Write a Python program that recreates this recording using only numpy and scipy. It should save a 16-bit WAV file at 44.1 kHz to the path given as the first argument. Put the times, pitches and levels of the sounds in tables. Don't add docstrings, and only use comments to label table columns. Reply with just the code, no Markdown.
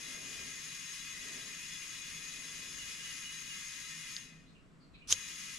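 import sys
import numpy as np
from scipy import signal
from scipy.fft import rfft, irfft, next_fast_len
from scipy.io import wavfile

SR = 44100
rng = np.random.default_rng(int(sys.argv[2]) if len(sys.argv) > 2 else 0)


def to_wav(s):
    ch = np.atleast_2d(s).T
    pcm = np.round(np.clip(ch, -1, 1) * 32767)
    wavfile.write(sys.argv[1], SR, pcm.astype(np.int16))


N = 246430
TIME_S = np.arange(N) / SR
FFT_SIZE = next_fast_len(N)
BINS_HZ = np.maximum(np.arange(FFT_SIZE // 2 + 1) * SR / FFT_SIZE, 1)
RELEASE_S, SQUEEZE_S = 4.155, 5.072

# f/Hz, density/dB
GARAGE_SPECTRUM = [(20, -89), (43, -82.5), (75, -93), (130, -86), (210, -87), (300, -93.5), (450, -101.5),
                   (830, -109), (1150, -102), (2500, -109), (6800, -120), (7800, -115), (9000, -124),
                   (13000, -137)]
# f/Hz, L-R correlation
GARAGE_CORRELATION = [(30, 0.16), (70, 0), (160, 0.33), (300, 0.64), (600, 0.27), (2000, 0.13),
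                      (8000, 0.72)]
# f/Hz, density/dB
RUSH_SPECTRUM = [(100, -100), (200, -93.5), (258, -86), (310, -95), (430, -92.5), (550, -99), (660, -96),
                 (830, -107), (1100, -102), (1800, -108), (4000, -125), (9000, -145)]
# t/s, half length/s, added gain/dB
RUSH_SWELLS = [(0.272, 0.34, 4), (1.35, 0.17, 4), (2.6, 0.52, -3), (4.85, 0.52, -10.5)]
# f/Hz, width per stage/Hz, level/dB
DRONE_BANDS = [(163.2, 17.8, -68), (260.2, 16, -78)]
# t/s, length/s, start f/Hz, end f/Hz, level/dB, rasp/fraction of pitch
CHIRP_GLIDES = [(1.042, .31, 2017, 1850, -57, 0.031), (2.778, 0.028, 2860, 2900, -48.5, 0.0048),
                (2.982, 0.079, 2856, 2896, -49.5, 0.0046), (3.225, .057, 2890, 2884, -48.5, .008),
                (3.48, 0.046, 2890, 2840, -50.5, 0.0081), (4.452, .044, 3860, 4080, -70, .06),
                (4.542, 0.025, 2760, 2610, -65.5, 0.075), (4.798, 0.0375, 4570, 4350, -70, .043),
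                (4.931, .027, 3950, 3670, -63, 0.1), (4.936, .021, 2604, 2410, -61.5, 0.067),
                (5.006, 0.022, 2590, 2680, -60, 0.059)]
# t/s, half length/s, level/dB
GRIP_SWELLS = [(.4, 0.12, -63), (1.2, .1, -65.5), (2.096, .15, -67), (2.8, 0.094, -60), (4.94, 0.037, -60),
               (5.122, 0.059, -54.5)]
# t/s, level/dB, rise/s, main f/Hz, lower f/Hz, lower level/dB re main
POPPET_HITS = [(4.165, -27, 0.00061, 4800, 3650, -5.5), (5.1253, -7, 0.0004, 6590, 3280, -9)]
# f/Hz, level/dB re click, t60/s
BODY_MODES = [(513, -42.5, 0.083), (1570, -33, 0.026), (3200, -22, 0.033), (6420, -27, 0.018)]
# f/Hz, relative density/dB
SPIT_SPECTRUM = [(300, -25), (800, -22), (1100, -10), (2200, -15.5), (3300, -5), (4400, -5.5), (5300, 0),
                 (6300, 2.5), (7500, -10), (10000, -8), (12000, -18.5), (14000, -32)]
# f/Hz, nominal width/Hz, nominal level/dB, L-R/dB
TYRE_MODES = [(1290, 25, -73, 2), (1636, 32, -64.9, 7), (1744, 16, -70.1, 6), (1851, 16, -62.8, 3),
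              (1959, 24, -65.1, 3), (2024, 24, -60.7, 7), (2066, 20, -62.5, 1), (2121, 16, -62.6, 4),
              (2444, 24, -59.1, 5), (2497, 16, -61.0, 4), (2530, 16, -60.8, 7), (2777, 32, -62.5, 6),
              (2863, 16, -62.3, 5), (2898, 18, -65, 3), (3423, 24, -60.1, 2), (3843, 32, -67.7, 8),
              (3919, 24, -60.9, 15), (4435, 16, -67.6, 7), (5071, 16, -64.5, 7), (5450, 90, -65, 6),
              (6459, 24, -57.1, 6), (6535, 32, -56.5, 8), (6605, 40, -61, 4), (6772, 16, -68.3, 8),
              (6879, 24, -62.7, 6), (9270, 32, -71.0, 2), (10206, 16, -68.8, 7), (10292, 14, -68.4, 2),
              (10572, 32, -69.3, 9), (12962, 32, -76.6, 3)]
# f/Hz, density/dB
JET_SPECTRUM = [(870, -118), (1010, -92), (1500, -93), (1800, -87), (2600, -88), (3200, -86), (4000, -90),
                (5100, -84.5), (5800, -86.5), (6500, -83.5), (7200, -87), (9000, -95.5), (10200, -88.5),
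                (11600, -100), (14000, -107)]
# f/Hz, L-R/dB
JET_BALANCE = [(900, 0), (1500, 4), (3500, 3), (5000, 3.5), (6500, 3), (7800, 11), (8600, -3), (10000, 8),
               (11600, -7.5), (13000, 12), (14200, -29)]
# f/Hz, L-R correlation
JET_CORRELATION = [(900, 0.66), (2000, 0.6), (4000, 0.47), (6500, 0.43), (8000, 0.15), (10000, -0.45),
                   (13000, 0.66)]


def from_db(db):
    return 10 ** (np.asarray(db) / 20)


def per_bin(table):
    hz, value = np.transpose(table)
    return np.interp(np.log(BINS_HZ), np.log(hz), value)


def unit_rms(x):
    return x / np.sqrt(np.mean(x ** 2) + 1e-20)


def pan(pan_db):
    gains = from_db(np.array([[.5], [-.5]]) * pan_db)
    return gains / np.sqrt(np.mean(gains ** 2, axis=0))


def swell(centre_s, half_length_s, peak_db):
    return from_db(peak_db) * np.exp(-((TIME_S - centre_s) / half_length_s) ** 2)


def drift(rate_hz):
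    r = np.exp(-2 * np.pi * rate_hz / SR)
    slow = signal.lfilter([1], [1, -2 * r, r * r], rng.standard_normal(N + SR))
    return unit_rms(slow[SR:])


def noise(density_db, correlation, pan_db=0):
    mid, side = rfft(rng.standard_normal((2, FFT_SIZE))) * np.sqrt(SR / 4)
    stereo = np.sqrt(1 + correlation) * mid + np.sqrt(1 - correlation) * side * [[1], [-1]]
    return irfft(stereo * from_db(density_db) * pan(pan_db), FFT_SIZE)[:, :N]


def resonance(x, hz, width_hz):
    r = np.exp(-np.pi * width_hz / SR)
    numerator = np.sqrt((1 - r * r) / 2) * np.array([1, 0, -1])
    return signal.lfilter(numerator, [1, -2 * r * np.cos(2 * np.pi * hz / SR), r * r], x)


def echoes(x, t60_s):
    t = TIME_S[:SR // 2]
    tail = rng.standard_normal((2, len(t))) * from_db(-60 * t / t60_s) * (t > .001)
    tail /= np.sqrt(np.sum(tail ** 2) / 2)
    return signal.fftconvolve(np.atleast_2d(x), tail, axes=1)[:, :N]


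def garage(steady_rush_db=-7.5):
    correlation = per_bin(GARAGE_CORRELATION)
    rush_gain = from_db(steady_rush_db) + sum(swell(*row) for row in RUSH_SWELLS)
    rush = rush_gain * noise(per_bin(RUSH_SPECTRUM), correlation)
    return noise(per_bin(GARAGE_SPECTRUM), correlation, pan_db=.5) + rush


def drone():
    gains = [from_db(level_db) for _, _, level_db in DRONE_BANDS]
    gains[0] = gains[0] + swell(centre_s=4.42, half_length_s=.096, peak_db=-62.5)
    out = np.zeros(N)
    for gain, (hz, width_hz, _) in zip(gains, DRONE_BANDS):
        band = resonance(rng.standard_normal(N), hz, width_hz)
        out += gain * unit_rms(resonance(band, hz, width_hz))
    return out


def chirps():
    out, wobble = np.zeros(N), drift(rate_hz=300)
    for start_s, length_s, start_hz, end_hz, level_db, rasp in CHIRP_GLIDES:
        progress = np.clip((TIME_S - start_s) / length_s, 0, 1)
        pitch_hz = (start_hz + (end_hz - start_hz) * progress) * (1 + rasp * wobble)
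        envelope = 4 * from_db(level_db) * np.sqrt(progress * (1 - progress))
        out += envelope * np.sin(2 * np.pi * np.cumsum(pitch_hz) / SR)
    return echoes(out, t60_s=.36)


def grip_bumps(band_hz=(30, 100)):
    envelope = sum(swell(*row) for row in GRIP_SWELLS)
    bandpass = signal.butter(2, band_hz, "band", fs=SR, output="sos")
    rumble = signal.sosfilt(bandpass, noise(density_db=0, correlation=.5))
    return envelope * unit_rms(rumble) * pan(2.1)


def valve_clicks(bounce_s=.00214, bounce_db=-17, near_db=-13, room_db=-24):
    out = np.zeros(N)
    for start_s, level_db, rise_s, main_hz, lower_hz, lower_db in POPPET_HITS:
        t = np.maximum(TIME_S - start_s, 0)
        envelope = (t / rise_s * np.exp(1 - t / rise_s)) ** 2
        lower = from_db(lower_db) * np.sin(2 * np.pi * lower_hz * t)
        snap = envelope * (np.sin(2 * np.pi * main_hz * t) + lower)
        bounce = from_db(bounce_db) * np.interp(TIME_S - bounce_s, TIME_S, snap)
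        body = sum(from_db(db - 60 * t / t60_s) * np.sin(2 * np.pi * hz * t)
                   for hz, db, t60_s in BODY_MODES)
        out += from_db(level_db) * (snap + bounce + body)
    near = from_db(near_db) * echoes(out, t60_s=.026)
    room = from_db(room_db) * echoes(out, t60_s=.21)
    return out * pan(1.1) + near + room


def valve_spit(level_db=-30.5, sputter_db=2, attack_s=.0034, build_s=.039, hold_s=.015,
               build_db_per_s=623, fall_db_per_s=850):
    t = TIME_S - SQUEEZE_S
    build_db = build_db_per_s * np.minimum(t - build_s, 0)
    fall_db = fall_db_per_s * np.maximum(t - build_s - hold_s, 0)
    envelope_db = level_db + build_db - fall_db + sputter_db * drift(rate_hz=250)
    envelope = np.clip(t / attack_s, 0, 1) * from_db(envelope_db)
    return envelope * unit_rms(noise(per_bin(SPIT_SPECTRUM), correlation=.43))


def air_flow(bleed_db_per_s=71.5, leak_db=-41, opening_s=.028):
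    bleeding = from_db(-bleed_db_per_s * np.maximum(TIME_S - RELEASE_S, 0))
    shut = np.clip(1 - (TIME_S - SQUEEZE_S) / opening_s, 0, 1)
    return np.maximum(bleeding, from_db(leak_db * shut))


def valve_whistle(flow, hz=10290, level_db=-82, waver_hz=18, waver_db=3):
    pitch_hz = hz + waver_hz * drift(rate_hz=32)
    gain = from_db(level_db + waver_db * drift(rate_hz=1.8))
    catch = swell(centre_s=3.2, half_length_s=.15, peak_db=-61)
    tone = unit_rms(np.sin(2 * np.pi * np.cumsum(pitch_hz) / SR))
    return flow * (gain + catch) * tone * pan(2.5)


def tyre_ring(flow, trim_db=.33, side_gain=.47, skirt_hz=170, width_scale=.5, knee_hz=3000):
    mid, side = rng.standard_normal((2, 2, 1, N))
    turbulence = (mid + side_gain * side * [[1], [-1]]) / np.hypot(1, side_gain)
    out = np.zeros((2, N))
    for k, (hz, width_hz, level_db, pan_db) in enumerate(TYRE_MODES):
        force = flow ** np.clip(hz / knee_hz, 1, 1.8)
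        skirt = signal.iirpeak(hz, hz / (2 * skirt_hz), fs=SR)
        drive = signal.lfilter(*skirt, turbulence[k % 2] * force)
        out += from_db(level_db + trim_db) * pan(pan_db) * resonance(drive, hz, width_scale * width_hz)
    return out


def jet_hiss(flow, flutter_db=.82, dull_hz=5000):
    direct = noise(per_bin(JET_SPECTRUM), per_bin(JET_CORRELATION), per_bin(JET_BALANCE))
    hiss = .9 * direct + .38 * echoes(direct, t60_s=.11)
    dull = signal.sosfilt(signal.butter(1, dull_hz, fs=SR, output="sos"), hiss)
    brightness = flow ** .69
    flutter = from_db(flutter_db * drift(rate_hz=11))
    return flow * flutter * (brightness * hiss + (1 - brightness) * dull)


def scene():
    flow = air_flow()
    air = jet_hiss(flow) + tyre_ring(flow) + valve_whistle(flow)
    return air + valve_spit() + valve_clicks() + chirps() + grip_bumps() + garage() + drone()


def record(dry):
    cutoff_hz = 14400
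    return signal.sosfilt(signal.ellip(10, .1, 70, cutoff_hz, fs=SR, output="sos"), dry)


dry = scene()
out = record(dry)
to_wav(out)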